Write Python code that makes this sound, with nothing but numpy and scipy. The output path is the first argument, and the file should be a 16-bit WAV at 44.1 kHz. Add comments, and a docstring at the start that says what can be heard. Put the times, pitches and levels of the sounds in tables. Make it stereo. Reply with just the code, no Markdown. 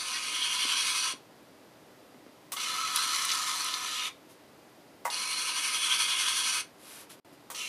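"""A rattling, buzzing whir: a small geared servo swings a model landing gear leg in a plywood fuselage.
Each later run, down or up, opens with a knock as the slack is taken up. Tooth impacts and drive pulses
excite the resonances of case and frame; the rattle grows louder and brighter with load and surges with
each turn of an eccentric wheel. Around the runs are quiet workshop noise, soft bumps and light rustles."""
import sys
import numpy as np
from scipy import signal
from scipy.fft import rfft, irfft
from scipy.io import wavfile
from scipy.ndimage import uniform_filter1d, map_coordinates

SR = 44100
rng = np.random.default_rng(int(sys.argv[2]) if len(sys.argv) > 2 else 0)


def bounce(signal):
    """Save signal as a 16-bit WAV file at the path given by the first command-line argument."""
    frames = np.transpose(np.atleast_2d(signal))
    limited = np.clip(frames, -1, 1)
    pcm = np.round(limited * 32767).astype(np.int16)
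    wavfile.write(sys.argv[1], SR, pcm)


N = 338688
TIME = np.arange(N) / SR
DRIVE_HZ, USUAL_LOAD_DB = 250.6, -34  # motor pulse rate; reference for the tooth load

AIR_SPECTRUM = [(15, -77), (25, -39), (113, -9.5), (178, -8.5), (289, -3), (358, -5), (388, -8),
                (481, -4.5), (664, -6.5), (1230, -11), (2290, -16), (4730, -21.5), (7460, -27),
                (13800, -28), (15400, -53)]  # room noise (f/Hz, relative density/dB)
AIR_COHERENCE = [(60, 0.89), (180, 0.81), (550, 0.32), (1650, -0.27), (4960, 0.2), (15000, 0.4)]  # likeness of the two channels (f/Hz, correlation)
ROOM_TONES = [(301.5, -70), (393.0, -70.5), (619.1, -76), (2003, -79), (4840, -80)]  # faint hum and idle whine (f/Hz, level/dB)
ROOM_DECAY = [(300, 0.24), (2000, 0.25), (10000, 0.17)]  # reverberation time (f/Hz, T60/s)
BALANCE = [(200, -8.5), (400, -12), (700, -10), (1290, -3), (2380, 1), (4390, -2), (8100, -1.5),
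           (15000, 1.5)]  # direction of the sources (f/Hz, left minus right/dB)
RUSTLE_STROKES = [(4.28, 0.023, .01, 0.046, -58), (6.762, 0.15, .1, .05, -49),
                  (7.091, 0.011, 0.014, .05, -50), (7.322, .005, .012, .03, -63.5)]  # sliding movements (t/s, rise/s, hold/s, fall/s, level/dB)
RUSTLE_SPECTRUM = [(410, -53), (700, -10), (1100, -1.5), (1900, -4.5), (3140, -3), (8000, -8), (10200, -2),
                   (12200, -5.5), (15000, -24.5)]  # friction noise (f/Hz, relative density/dB)
FUSELAGE_BUMPS = [(.651, -35), (1.137, -37), (2.1454, -42), (2.2648, -41.5), (7.327, -42)]  # soft blows (t/s, peak level/dB)
SLACK_KNOCKS = [(2.5195, -36, -31.5), (2.529, -40.5, -35), (2.569, -36, -53), (5.0495, -41, -39.5),
                (5.0535, -19.5, -35.5), (5.0632, -25.5, -47), (5.0778, -24.5, -56), (7.5012, -33.5, -38),
                (7.514, -36, -40.5)]  # blows in the linkage (t/s, ring peak/dB, crack level/dB)
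CRACK_SPECTRUM = [(530, -53), (900, -30), (1100, -2), (1340, -18), (2100, -18), (4960, -18), (8630, -14),
                  (15000, -20.5)]  # noise of a knock (f/Hz, relative density/dB)
TOOTH_SNAPS = [(.424, -23, 3200), (1.136, -36, 4500), (2.569, -29, 3300), (2.96, -16, 10200),
               (2.9616, -25, 4500), (2.966, -21.5, 4050), (3.251, -23, 9300), (3.291, -23, 3600),
               (3.302, -24, 2600), (3.319, -23, 6000), (3.3157, -20, 4600), (3.644, -27, 9200),
               (3.7394, -21, 4120), (5.1008, -26.5, 4200), (5.143, -25, 4500), (7.547, -36, 4520)]  # teeth crossing their play (t/s, level/dB, f/Hz)
BUZZ_HARMONICS = [(2, -23), (3, -18), (4, -7), (5, -1.5), (7, -10), (10, -10.5), (13, -29), (16, -9),
                  (17, -12), (18, -12), (19, -12), (20, -11), (21, -16), (22, -25), (23, -24), (25, -9),
                  (27, -13), (29, -22)]  # lines of the pulsed drive (harmonic number, relative level/dB)
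GEAR_SQUEALS = [(.13, .192, 1920, 50, -44.5), (0.246, 0.879, 3230, 290, -37), (.308, .9, 2859, 27, -46),
                (0.41, .465, 3200, 400, -35.5), (2.604, 2.97, 4140, 80, -44), (2.722, 3.024, 1295, 59, -40),
                (2.937, 3.201, 4290, 80, -43.5), (3.926, 4.09, 2846, 30, -44.5),
                (3.957, 4.102, 3674, 80, -42), (5.078, 5.601, 4170, 130, -41.5),
                (5.643, 6.55, 3310, 300, -35), (5.892, 5.958, 3180, 470, -29.5),
                (7.532, 7.699, 2750, 50, -44)]  # passing resonances (start/s, end/s, f/Hz, width/Hz, level/dB)
# modes of fuselage, linkage and gears bearing on either tooth flank (f/Hz, width/Hz, gain/dB)
FUSELAGE_MODES = [(250, 35, 0), (310, 100, -3), (500, 200, -16), (1100, 470, -18.5)]
LINKAGE_MODES = [(490, 60, -13), (616, 90, -12), (834, 38, 3), (958, 45, -0.5), (1108, 45, 0),
                 (1490, 250, -13.5), (1870, 60, -8), (2060, 98, -8)]
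RAISING_MODES = [(1002.5, 19, -8), (1059, 17, -3.5), (1167, 35, -11.5), (1225, 9.1, -14), (1300, 28, -7),
                 (1545, 184, -11), (2127, 44, -4.5), (2255, 40, 0.5), (2534, 56, 2), (2775, 60, -3),
                 (2817, 37, 1.5), (2990, 47, 2), (3256, 41, -5), (3343, 71, -1), (4170, 170, -9),
                 (4480, 150, -11), (5830, 120, -9)]
LOWERING_MODES = [(1022, 26, -1), (1063, 15, 1.5), (1120, 37, -3), (1276, 61, 3.5), (1312, 53, 0.5),
                  (1710, 45, -8), (2150, 87, -1.5), (3010, 180, 1.5), (3430, 150, -2), (4080, 150, 0.5),
                  (4250, 140, -7), (5260, 21, -2), (5900, 340, -1.5)]
# broad spectrum of the tooth contacts on either flank (f/Hz, relative density/dB)
RAISING_SPECTRUM = [(1000, -14), (1900, -32), (2400, -1.5), (3350, -9), (3700, -12.5), (4450, -5),
                    (5150, -14.5), (6000, -4), (6700, -15), (7300, -15), (8200, -9), (8950, -1.5),
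                    (10000, -3.5), (11000, -7.5), (12800, -21), (15000, -52)]
LOWERING_SPECTRUM = [(1000, -8), (1900, -8), (2400, 1.5), (3700, -4.5), (4600, -4), (5400, -14), (6100, -8),
                     (7300, -8), (9500, -0.5), (11300, -5), (13000, -12), (15000, -40)]
PART_BANDS = [(930, 1950), (1950, 3600), (3600, 5100), (5100, 7200), (7200, 15000)]  # frame, case, gear train, pinion, tooth edges (low f/Hz, high f/Hz)
# motor runs (start/s, stop/s, lowering 0/1, pulse-driven share of the rattle,
# frame/dB, gear train/dB and pinion/dB at the usual load, buzz/dB)
MOTOR_RUNS = [(-.02, 1.123, 0, 0.22, -43, -39, -41.5, -50.5),
              (2.561, 4.083, 1, 0.53, -38.5, -39, -40.5, -47.5),
              (5.1, 6.609, 0, 0.033, -44, -42.5, -43, -50), (7.543, 7.7, 1, .24, -47, -43.5, -38.5, -58)]
LOAD_CURVES = [
    [(0, -37.5, -38.5), (0.22, -37.0, -33.5), (0.42, -36, -31), (0.55, -33.5, -33), (0.75, -33, -30.5),
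     (0.9, -31, -32), (1.02, -33, -31), (1.11, -36, -36)],
    [(2.58, -41.5, -39), (2.66, -38, -33.5), (2.92, -37.5, -35), (2.98, -33.5, -33), (3.3, -33.5, -34.0),
     (3.62, -35, -36.5), (3.8, -41, -38.5), (3.9, -38.5, -35), (4.07, -40.5, -32.5)],
    [(5.11, -38, -40), (5.17, -34.0, -34), (5.42, -34, -36), (5.65, -32.5, -32), (5.83, -31.5, -32),
     (5.95, -29.0, -30), (6.1, -31.5, -30.5), (6.3, -29.0, -30.5), (6.6, -31.5, -32.5)],
    [(7.56, -41, -38), (7.675, -42, -35.5)],
]  # one curve a run (t/s, tooth load/dB, relative case level/dB)
TIGHT_SPOTS = [.62, 3.325, 6.113, 7.63]  # one moment of tightest mesh a run (t/s)


def amp(db):
    """Amplitude ratio of a level in decibels."""
    return np.exp(np.asarray(db) * (np.log(10) / 20))


def unit(x):
    """Normalisation to rms 1."""
    return x / np.sqrt(np.mean(x ** 2) + 1e-20)


def along(points, hz):
    """Interpolation of (f/Hz, value) points on a logarithmic axis."""
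    f, values = np.transpose(points)
    return np.interp(np.log(hz + 1), np.log(f + 1), values)


def wobble(rate, t=TIME):
    """Smooth random modulation with rate knots a second."""
    fine = np.arange(int((t[-1] - t[0]) * rate + 2) * 10) / 10
    knots = rng.standard_normal(len(fine) // 10 + 1)
    return np.interp(t, t[0] + fine / rate, map_coordinates(knots, [fine]))


def filtered(x, gain, size=8192):
    """Minimum-phase filtering with the magnitude response gain(hz)."""
    cepstrum = irfft(np.log(np.maximum(gain(np.fft.rfftfreq(size, 1 / SR)), 1e-6)))
    cepstrum[..., 1:size // 2] *= 2
    cepstrum[..., size // 2 + 1:] = 0
    response = irfft(np.exp(rfft(cepstrum)))[..., :size // 2]
    return signal.oaconvolve(x, response, axes=-1)[..., :x.shape[-1]]


def resonance(hz, centre, width):
    """Magnitude response of a damped oscillator."""
    return hz * width / np.hypot(centre ** 2 - hz ** 2, hz * width)


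def modal(hz, modes):
    """Magnitude response of a body whose modes add in power."""
    return np.sqrt(sum((amp(db) * resonance(hz, centre, width)) ** 2 for centre, width, db in modes))


def band(hz, lo, hi, order):
    """Magnitude response of a band-pass."""
    return ((1 + (lo / (hz + 1)) ** order) * (1 + (hz / hi) ** order)) ** -.5


def add(track, s, sound):
    """Superposition of a sound on a track at time s."""
    part = track[round(s * SR):][:len(sound)]
    part += sound[:len(part)]


def burst(t60, gain):
    """Exponential decay of coloured noise from an rms near 1."""
    t = TIME[:SR // 8]
    fade = amp(-60 * t / t60) * (1 - np.exp(-t / 0.00032))
    noise = filtered(rng.standard_normal(len(t)), gain, size=2048)
    return unit(noise * fade) * np.sqrt(np.mean(fade ** 2))


def ring(force, modes, lo, hi, order):
    """Forced response of a body's modes within a band, with peak 1."""
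    response = filtered(force, lambda hz: modal(hz, modes) * band(hz, lo, hi, order))
    return response / np.abs(response).max()


def room_air(noise_db=-54):
    """Partly coherent noise at the two ears, with faint phase-modulated tones."""
    def mid_side_gain(hz):
        angle = np.arccos(np.clip(along(AIR_COHERENCE, hz), -.99, .99)) / 2
        return amp(along(AIR_SPECTRUM, hz)) * np.array([np.cos(angle), np.sin(angle)])

    mid, side = filtered(rng.standard_normal((2, N)), mid_side_gain)
    hum = sum(amp(db) * np.sin(2 * np.pi * hz * TIME + 1.26 * wobble(15)) for hz, db in ROOM_TONES)
    return amp(noise_db) * unit(np.array([mid + side, mid - side])) + np.sqrt(2) * hum


def reverberation(x, delay_samples=90):
    """Reflections from bench and walls decay exponentially, in a separate tail for each ear."""
    hz, t, noise = signal.stft(rng.standard_normal((2, SR // 3)), SR, nperseg=256)
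    tail = signal.istft(noise * amp(-60 * t / along(ROOM_DECAY, hz)[:, None]), SR, nperseg=256)[1]
    tail /= np.linalg.norm(tail, axis=1, keepdims=True)
    return signal.fftconvolve(np.pad(x, (delay_samples, 0))[None], tail, axes=1)[:, :N]


def contacts(n, rate, scatter_db):
    """Shot noise: n samples of tiny random impacts, on average rate a second."""
    impulses = (rng.random(n) < rate / SR) * rng.choice([-1, 1], n)
    return unit(impulses * amp(scatter_db * rng.standard_normal(n)))


def rustles():
    """Sliding friction: something light sheds fine grains of sound in soft strokes."""
    strokes = sum(amp(db) * np.interp(TIME, s + np.cumsum([0, rise, hold, fall]), [0, 1, 1, 0])
                  for s, rise, hold, fall, db in RUSTLE_STROKES)
    grains = contacts(N, rate=15000, scatter_db=4)
    return strokes * unit(filtered(grains, lambda hz: amp(along(RUSTLE_SPECTRUM, hz))))


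def fuselage_bumps():
    """Impulse response: each bump rings the low modes of the plywood."""
    out = np.zeros(N)
    thud = ring(signal.unit_impulse(SR // 8), FUSELAGE_MODES, lo=150, hi=4000, order=6)
    for s, db in FUSELAGE_BUMPS:
        add(out, s, amp(db) * thud)
    return out


def linkage_knocks(crack_t60=0.13, chatter_db=-27, chatter_t60=.08):
    """Impact excitation: as slack is taken up, the linkage cracks, chatters and rings."""
    out, t = np.zeros(N), TIME[:SR // 8]
    for s, ring_db, crack_db in SLACK_KNOCKS:
        chatter = amp(chatter_db - 60 * t / chatter_t60) * rng.standard_normal(len(t))
        force = signal.unit_impulse(len(t)) + chatter
        add(out, s, amp(ring_db) * ring(force, LINKAGE_MODES, lo=410, hi=2900, order=10))
        add(out, s, amp(crack_db) * burst(crack_t60, lambda hz: amp(along(CRACK_SPECTRUM, hz))))
    return out


def tooth_snaps(t60=0.016):
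    """Backlash: loaded teeth snap across their play in heavily damped transients."""
    out = np.zeros(N)
    for s, db, centre_hz in TOOTH_SNAPS:
        add(out, s, amp(db) * burst(t60, lambda hz: resonance(hz, centre_hz, 0.35 * centre_hz) ** 2))
    return out


def run_times(start):
    """Time axis long enough for one run and its decay."""
    return TIME[max(round(start * SR), 0):][:SR * 7 // 4]


def running(t, start, stop, spin_up_s=0.0058, coast_t60=0.058):
    """Motor envelope: a linear rise at spin-up, an exponential decay under braking."""
    return np.clip((t - start) / spin_up_s, 0, 1) * amp(-60 * np.maximum(t - stop, 0) / coast_t60)


def drive_buzz(waver_db=3.0, jitter_rad=.45):
    """Periodic forcing: current pulses make the motor sing a wavering harmonic series."""
    out = np.zeros(N)
    for start, stop, *_, level_db in MOTOR_RUNS:
        t, harmonics = run_times(start), 0
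        for k, db in BUZZ_HARMONICS:
            gain = amp(db + waver_db * wobble(18, t))
            phase = 2 * np.pi * (round(k) * DRIVE_HZ * t + rng.random())
            harmonics += gain * np.sin(phase + jitter_rad * wobble(39.98, t))
        add(out, t[0], np.sqrt(2) * amp(level_db) * running(t, start, stop) * harmonics)
    return out


def gear_squeals():
    """Narrow-band resonance: single gear modes stand out for stretches of the travel."""
    out = np.zeros(N)
    for start, end, centre_hz, width, db in GEAR_SQUEALS:
        n = np.clip(int((end - start) * SR), 2, SR)
        tone = filtered(rng.standard_normal(SR), lambda hz: resonance(hz, centre_hz, width) ** 2)
        add(out, start, amp(db) * unit(tone[-n:]) * signal.windows.tukey(n, .5))
    return out


def eccentric_surge(slow_hz=11.18, fast_hz=55.5, raising_db=3.4, lowering_db=2, fast_db=-0.14):
    """Amplitude modulation: an eccentric wheel tightens and slackens the mesh once a turn, with a faint ripple
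    about five times a turn."""
    swing_db = 0.54 * wobble(45)  # random flutter
    for (start, _, lowering, *_), curve, tight_s in zip(MOTOR_RUNS, LOAD_CURVES, TIGHT_SPOTS):
        s, load_db, _ = np.transpose(curve)
        strain_db = np.interp(TIME, s, load_db) - USUAL_LOAD_DB
        depth_db = (lowering_db if round(lowering) else raising_db) * amp(.7 * strain_db)
        slow = np.abs(np.cos(np.pi * slow_hz * (TIME - tight_s))) - 2 / np.pi
        fast = np.cos(2 * np.pi * fast_hz * (TIME - tight_s))
        swing_db += (depth_db * slow + fast_db * fast) * running(TIME, start, s[-1])
    return amp(swing_db)


def shifting_contact(x, depth_db=2.0):
    """Modal excitation depends on the contact point; as it moves, neighbouring resonances take turns."""
    spectra = signal.stft(x, nperseg=512)[2]
    field = uniform_filter1d(rng.standard_normal(spectra.shape), size=2, axis=0)
    field = uniform_filter1d(field, size=12, axis=1)
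    return signal.istft(spectra * amp(depth_db * unit(field)), nperseg=512)[1][:len(x)]


def tooth_rattle(t, pulsed_share, kick_s=0.0016, uneven_db=2):
    """Modulated shot noise: teeth chatter, and each drive pulse throws them across their backlash."""
    since_pulse = (t * DRIVE_HZ + .06 * wobble(250, t)) % 1 / DRIVE_HZ
    kicks = unit(np.exp(-since_pulse / kick_s) * amp(uneven_db * wobble(200, t)))
    power = 1 - pulsed_share + pulsed_share * kicks ** 2
    return contacts(len(t), rate=9500, scatter_db=2.5) * np.sqrt(power)


def gearbox(rasp_db=-2, drift_db=.5):
    """Source and filter: the rattle rings frame, case and gears, louder and brighter under load."""
    out = np.zeros(N)
    for run, curve in zip(MOTOR_RUNS, LOAD_CURVES):
        start, stop, lowering, pulsed_share, frame_db, train_db, pinion_db, _ = run
        t = run_times(start)
        modes = LOWERING_MODES if round(lowering) else RAISING_MODES
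        rasp = LOWERING_SPECTRUM if round(lowering) else RAISING_SPECTRUM
        force = shifting_contact(tooth_rattle(t, pulsed_share))
        rattle = filtered(force, lambda hz: np.hypot(modal(hz, modes), amp(rasp_db + along(rasp, hz))))
        spectrum, hz = rfft(rattle), np.fft.rfftfreq(len(t), 1 / SR)
        parts = [unit(irfft(spectrum * band(hz, lo, hi, order=28), len(t))) for lo, hi in PART_BANDS]
        s, *columns = np.transpose(curve)
        load_db, case_db = (np.interp(t, s, column) for column in columns)
        strain_db = load_db - USUAL_LOAD_DB
        edges_db = load_db - 7
        levels_db = [frame_db + 0.92 * strain_db, case_db - 6.5, train_db + 0.98 * strain_db,
                     pinion_db + strain_db, edges_db]
        whir = sum(part * amp(db + drift_db * wobble(19.64, t)) for part, db in zip(parts, levels_db))
        add(out, t[0], whir * running(t, start, stop))
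    return out


def scene(reverb_db=-6.5):
    """Direct sound, reflections and room noise add; interaural level sets the servo a little right."""
    gears = eccentric_surge() * (gearbox() + gear_squeals())
    direct = gears + linkage_knocks() + tooth_snaps() + fuselage_bumps() + rustles()
    sound = direct + drive_buzz() + amp(reverb_db) * reverberation(direct)
    placed = filtered(sound, lambda hz: amp(along(BALANCE, hz) * np.array([[.5], [-.5]])))
    return placed + room_air()


def record(dry, top_hz=15400):
    """Attenuation and band limiting: the level dips briefly, and nothing passes above top_hz."""
    dip_db = np.interp(TIME, [7.199, 7.202, 7.245, 7.248], [0, -30, -30, 0])
    passband = np.fft.rfftfreq(N, 1 / SR) < top_hz
    return irfft(rfft(dry * amp(dip_db)) * passband, N)


dry = scene()
out = record(dry)
bounce(out)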